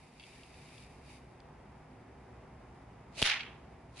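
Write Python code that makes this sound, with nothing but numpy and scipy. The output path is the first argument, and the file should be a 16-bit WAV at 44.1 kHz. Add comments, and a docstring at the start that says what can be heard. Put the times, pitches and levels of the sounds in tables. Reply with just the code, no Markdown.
"""In a fenced garden, a bamboo pop gun is fired once, close to the microphone.
Friction makes the rod scrape in the tube, and light impacts excite the modes of the bamboo. The rod is
rammed home and the pellet pops out: the shortening air column chirps and a puff of air thumps.
The fence and trunks reflect the pop and the hedges scatter it, over the low rumble of a distant town."""
import sys
import numpy as np
from scipy import signal
from scipy.fft import rfft, irfft
from scipy.io import wavfile
from scipy.ndimage import uniform_filter1d

SR = 44100
rng = np.random.default_rng(int(sys.argv[2]) if len(sys.argv) > 2 else 0)


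def persist_wave(psi):
    """Save psi, clipped to +-1, as 16-bit WAV."""
    counts = np.round(np.clip(psi, -1, 1) * 32767).astype(np.int16)
    wavfile.write(sys.argv[1], SR, np.atleast_2d(counts).T)


N = 176400

# likeness of the sound at the two microphones (frequency [Hz], correlation [-1 to 1])
STEREO_CORRELATION = [(30, .997), (125, 1), (250, 0.96), (500, 0.7), (1000, 0.71), (2400, 0.69),
                      (3700, 0.35), (4800, -0.11), (8000, -0.19), (11000, -0.2)]
# spectrum of distant traffic (frequency [Hz], relative level [dB])
TRAFFIC_SPECTRUM = [(15, -43), (25, -17.5), (48, -7), (64, 0), (92, -8.5), (112, -4), (156, -6.5),
                    (178, -13), (192, -9), (223, -9), (247, -7), (327, -14.5), (381, -6.5), (422, -14),
                    (492, -11.5), (545, -15.5), (668, -12), (819, -11.5), (1430, -22.5), (2050, -23.5),
                    (4180, -42), (4990, -39.5), (11000, -50.5), (14300, -86), (22000, -120)]
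# slow rise in the level of the background rumble (time [s], relative level [dB])
BACKGROUND_LEVEL = [(0, -59.5), (.5, -57), (1.2, -55.5), (2.4, -54.5), (3.1, -54.5), (3.65, -52),
                    (3.85, -56.5)]
# hum of distant machines (frequency [Hz], level [dB])
MACHINE_HUM = [(63, -67.5), (118, -66), (153, -65.5), (203, -73), (255, -72)]
# bands of foliage scatter (frequency [Hz], relative spectral density [dB], hold [s], T60 [s])
FOLIAGE_BANDS = [(480, -24.5, 0.044, 0.4), (730, -11, 0.087, 0.52), (1200, -9.5, .1, .46),
                 (1900, -0.5, 0.092, 0.39), (2700, 0.5, .1, 0.41), (4000, -3, 0.079, 0.32),
                 (5400, -9, 0.073, 0.31), (6800, -13.5, 0.05, 0.32), (8300, -23, 0.041, 0.35),
                 (10000, -13.5, 0.051, .22)]
# echoes from fence and trunks (time [s], level [dB], scatter decay [s], left minus right [dB])
REFLECTIONS = [(3.2478, -18, .001, 1), (3.276, -17.5, 0.0033, -1), (3.2895, -21, 0.0026, -5),
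               (3.2995, -9.5, 0.00036, -2), (3.3028, -14, .0004, -3.5), (3.3052, -31, .001, -2),
               (3.316, -18.5, .003, 0), (3.3357, -23, .001, -2), (3.364, -29, .002, -2),
               (3.4074, -27, 0.0054, -2), (3.433, -37, 0.0022, -2)]
# spectrum of each echo (frequency [Hz], relative level [dB])
ECHO_SPECTRUM = [(400, -31), (800, -12), (1500, -2.5), (2500, 7), (4500, -1), (6500, -23), (10500, -36)]
# slow slide of the rod (time [s], level [dB])
SLIDE_LEVEL = [(0, -64), (.05, -63.5), (.11, -67), (.19, -63), (.28, -58), (.5, -61.5), (.7, -59),
               (.81, -57), (.89, -64), (1.03, -67), (1.1, -57.5), (1.15, -57.5), (1.23, -70), (1.45, -75)]
# spectrum of the rod's contact with the tube (frequency [Hz], relative level [dB])
CONTACT_SPECTRUM = [(900, -34.5), (1800, -8.5), (2400, 1), (3000, -8), (3400, -12), (3680, -5.5),
                    (3950, -9.5), (4300, -11.5), (4700, -5.5), (5600, -13), (8000, -15.5), (9800, -12),
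                    (11000, -13.5)]
# quick strokes of the rod (time of full speed [s], rise [s], hold [s], release [s], level [dB])
ROD_STROKES = [(3.191, 0.053, 0.014, 0.085, -38.5), (3.247, 0.026, .03, 0.11, -42),
               (4.0, 0.067, .02, .1, -43.5)]
# spectrum of the strokes (frequency [Hz], relative level [dB])
STROKE_SPECTRUM = [(300, -7), (600, -4.5), (1100, -10.5), (1600, -12.5), (2100, -6), (2500, -0.5),
                   (3300, -6.5), (4200, -3.5), (5500, -11), (6600, -10.5), (8500, -14.5), (9700, -12),
                   (11000, -19)]
# taps of the rod (time [s], level [dB], centre of excitation [Hz], T60 factor set by the grip [ratio])
ROD_TAPS = [(0.1974, -42.5, 3700, 1.1), (.207, -50, 3100, 1), (0.2172, -52, 2700, .9),
            (0.2278, -49, 2900, 1.3), (.237, -45, 3100, 1.2), (.4336, -45, 3100, 0.65),
            (0.5427, -51, 3100, .6), (.689, -50, 2900, .6), (.7803, -46, 3520, .6),
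            (1.4032, -50, 4000, .35)]
# modes of the bamboo tube (frequency [Hz], relative level [dB], T60 [s])
BAMBOO_MODES = [(2230, -3, .035), (2700, 0.5, 0.039), (3050, -5.5, .03), (3360, -2, 0.031),
                (3700, -8, .025), (4470, -5, .035), (4740, -0.5, 0.027), (6050, -8, .02)]
# snaps of rod and pellet (time [s], level [dB], decay [s], resonance [Hz])
SNAPS = [(3.2181, -22, .0015, 3700), (3.2206, -20, .0006, 2800), (3.2258, -19.5, .0015, 3200),
         (3.2283, -24, .0018, 4500), (3.2354, -23, .0007, 3900)]
# spectrum of the noise in a snap (frequency [Hz], relative level [dB])
SNAP_SPECTRUM = [(200, -15), (700, -3), (1300, -9), (3000, -2), (5000, -3.5), (8000, -8), (10500, -4)]

POP_S = 3.2257
# lobes of the puff of air (time [s], Gaussian width [s], level [dB])
SUCTION, PRESSURE, BACKFLOW = (3.2267, .00059, -21.5), (3.2298, .0018, -26), (3.253, .011, -44)


def undb(db):
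    """Amplitude ratio of a level in decibels."""
    return 10 ** (np.asarray(db) / 20)


def unit(x):
    """Normalisation to rms 1."""
    return x / np.sqrt(np.mean(x ** 2))


def clock():
    """Time of each sample in seconds."""
    return np.arange(N) / SR


def on_bins(points):
    """Interpolation of (frequency, value) points onto the spectral bins, in log frequency."""
    hz, values = np.array(points).T
    bins = np.maximum(np.fft.rfftfreq(N, 1 / SR), 1e-3)
    return np.interp(np.log(bins), np.log(hz), values)


def colour(x, spectrum):
    """Minimum-phase filtering: folding the cepstrum makes the response causal."""
    cepstrum = irfft(np.log(undb(on_bins(spectrum))), N)
    cepstrum[1:N // 2] *= 2
    cepstrum[N // 2 + 1:] = 0
    return irfft(rfft(x) * np.exp(rfft(cepstrum)), N)


def resonate(x, hz, width_hz):
    """Second-order resonance with gain 1 at its centre."""
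    return signal.lfilter(*signal.iirpeak(hz, hz / width_hz, fs=SR), x)


def pan(db):
    """Direction by level difference: gains for left minus right in decibels."""
    return undb(np.array([[db], [-db]]) / 2)


def wander(rate_hz):
    """Smoothed random fluctuation of rms 1."""
    span = max(int(SR / rate_hz), 1)
    steps = np.repeat(rng.standard_normal(N // span + 1), span)
    return unit(uniform_filter1d(uniform_filter1d(steps, span), span)[:N])


def stereo_noise(grain_db=0):
    """Partial coherence: white noise, alike on both sides in the bass; uneven samples add grain."""
    mid, side = rfft(unit(rng.standard_normal((2, N)) * undb(grain_db * rng.standard_normal(N))))
    correlation = np.clip(on_bins(STEREO_CORRELATION), -.999, .999)
    side = side * np.sqrt((1 - correlation) / 2) * np.array([[1], [-1]])
    return irfft(mid * np.sqrt((1 + correlation) / 2) + side, N)


def fade(start, decay_s):
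    """Exponential decay after a sudden onset."""
    age = clock() - start
    return (age >= 0) * np.exp(-np.clip(age / decay_s, 0, 60))


def damping(age, t60):
    """Exponential damping by 60 dB in t60 seconds."""
    return np.exp(-np.log(1000) * age / t60)


def town():
    """Superposition of distant sources: broadband traffic rumble and narrowband machine hum."""
    t = clock()
    rumble = unit(colour(stereo_noise(), TRAFFIC_SPECTRUM)) * undb(-.53 + .54 * wander(12))
    level = undb(np.interp(t, *np.array(BACKGROUND_LEVEL).T))
    hum = sum(undb(db) * unit(resonate(rng.standard_normal(N), hz, width_hz=6.3))
              for hz, db in MACHINE_HUM)
    return (rumble * level + hum * np.minimum(.52 + t / 1.5, 1)) * pan(-.4)


def foliage():
    """Diffuse scattering: countless small echoes of the pop build up, hold and die, the treble first."""
    rise_s, level_db = .026, -27.5
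    age = np.maximum(clock() - POP_S, 0)
    shape = [(100, -49)] + [band[:2] for band in FOLIAGE_BANDS] + [(13000, -43)]
    spectrum = rfft(unit(colour(stereo_noise(grain_db=4), shape)))
    scatter = 0
    for hz, _, hold, t60 in FOLIAGE_BANDS:
        share = on_bins([(band[0], float(band[0] == hz)) for band in FOLIAGE_BANDS])
        late = np.maximum(age - hold, 0)
        far = undb(-33) * damping(late, t60=1.2)  # weak return from the neighbourhood
        scatter += irfft(spectrum * share, N) * np.hypot(damping(late, t60), far)
    onset = np.minimum(age / rise_s, 1) ** 2
    return scatter * onset * undb(level_db + 1.4 * wander(300)) * pan(-2)


def echoes():
    """Specular reflection: fence and trunks return the pop as impulses, each trailed by scatter."""
    returns, noise = np.zeros((2, N)), stereo_noise()
    for start, db, decay_s, pan_db in REFLECTIONS:
        scatter = undb(-9) * noise * fade(start, decay_s) / 2
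        returns += undb(db) * pan(pan_db) * (signal.unit_impulse(N, int(start * SR)) + scatter)
    impulse_peak = np.abs(colour(signal.unit_impulse(N), ECHO_SPECTRUM)).max()
    return colour(returns, ECHO_SPECTRUM) / impulse_peak


def rod_friction():
    """Sliding friction: the rod rubs unevenly in the tube, first slowly, then in quick strokes."""
    t = clock()
    stroke_range_db, grip_db = 27.5, 1.5
    slide = unit(colour(stereo_noise(grain_db=5), CONTACT_SPECTRUM))
    slide *= undb(np.interp(t, *np.array(SLIDE_LEVEL).T) + .68 * wander(60.26))
    effort = 0
    for full_s, rise, hold, release, db in ROD_STROKES:
        slowing = np.maximum(full_s - t, 0) / rise + np.maximum(t - full_s - hold, 0) / release
        effort += undb(db - stroke_range_db * slowing)
    strokes = unit(colour(stereo_noise(grain_db=6), STROKE_SPECTRUM))
    strokes *= effort * undb(grip_db * wander(200))
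    highpass = signal.butter(2, 300, "high", fs=SR, output="sos")
    return slide * pan(.5) + signal.sosfilt(highpass, strokes) * pan(-.5)


def rod_ticks():
    """Modal vibration: each tap gives a burst of contact noise and its own mix of bamboo modes."""
    t, ticks = clock(), np.zeros((2, N))
    focus_octaves = .57
    contact = unit(colour(stereo_noise(), CONTACT_SPECTRUM))
    for start, db, centre_hz, t60_factor in ROD_TAPS:
        ringing = (t >= start) & (t < start + .1)
        age, ring = t[ringing] - start, 0
        for hz, mode_db, t60 in BAMBOO_MODES:
            size, detune, lag = rng.standard_normal(3)
            excitation = np.exp(-.5 * (np.log2(hz / centre_hz) / focus_octaves) ** 2)
            envelope = undb(mode_db + 1.7 * size) * excitation * damping(age, t60 * t60_factor)
            phase = 2 * np.pi * (hz * (1 + .008 * detune) * age + rng.random())
            stereo_shift = .5 * lag * np.array([[1], [-1]])
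            ring += envelope * np.sin(phase + stereo_shift) / 2
        ticks[:, ringing] += undb(db) * ring
        ticks += undb(db - 17) * contact * fade(start, decay_s=.003)
    return ticks


def hand_knock():
    """Impact excitation: the hand hits the end of the tube and starts a damped oscillation."""
    start, hz = 3.2208, 620
    return undb(-17.5) * fade(start, decay_s=.00095) * np.sin(2 * np.pi * hz * (clock() - start))


def snaps():
    """Broadband transients: rod and pellet crack, each snap coloured by one main resonance."""
    noise, cracks = unit(colour(stereo_noise(), SNAP_SPECTRUM)), 0
    for start, db, decay_s, hz in SNAPS:
        ring = undb(13) * resonate(noise, hz, width_hz=900)
        cracks += undb(db) * fade(start, decay_s) * unit(noise + ring)
    return cracks


def air_puff():
    """Pulse radiation: air at the muzzle thumps in lobes of suction, pressure and slow backflow."""
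    def lobe(centre_s, width_s, db):
        return undb(db) * np.exp(-.5 * ((clock() - centre_s) / width_s) ** 2)
    return lobe(*PRESSURE) - lobe(*SUCTION) - lobe(*BACKFLOW)


def air_chirp():
    """Air-column resonance: the pitch rises as the rod shortens the column."""
    start_hz, end_hz, glide_s, ring_s = 2240, 3950, .0015, .0036
    age = np.maximum(clock() - POP_S, 0)
    hz = end_hz + (start_hz - end_hz) * np.exp(-age / glide_s)
    phase = 2 * np.pi * np.cumsum(hz * (age > 0)) / SR
    envelope = undb(-15.5) * np.exp(-(age / ring_s) ** 2)
    return envelope * (np.sin(phase) + undb(-16) * np.sin(2 * phase))


def scene():
    """Linear superposition: the pressures from gun, garden and town add."""
    gun = rod_friction() + rod_ticks() + hand_knock() + snaps() + air_puff() + air_chirp()
    return gun + echoes() + foliage() + town()


def record(dry):
    """Dynamic compression: gain control ducks a little after the pop; a steep low-pass cuts the top."""
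    knee_db, slope, memory_s, cutoff_hz = -34.5, .17, .052, 10950
    pole = np.exp(-1 / (memory_s * SR))
    power = signal.lfilter([1 - pole], [1, -pole], np.mean(dry ** 2, axis=0))
    ducked = dry * (1 + power / undb(knee_db) ** 2) ** -slope
    return signal.sosfilt(signal.ellip(12, .1, 80, cutoff_hz, fs=SR, output="sos"), ducked)


dry = scene()
out = record(dry)
persist_wave(out)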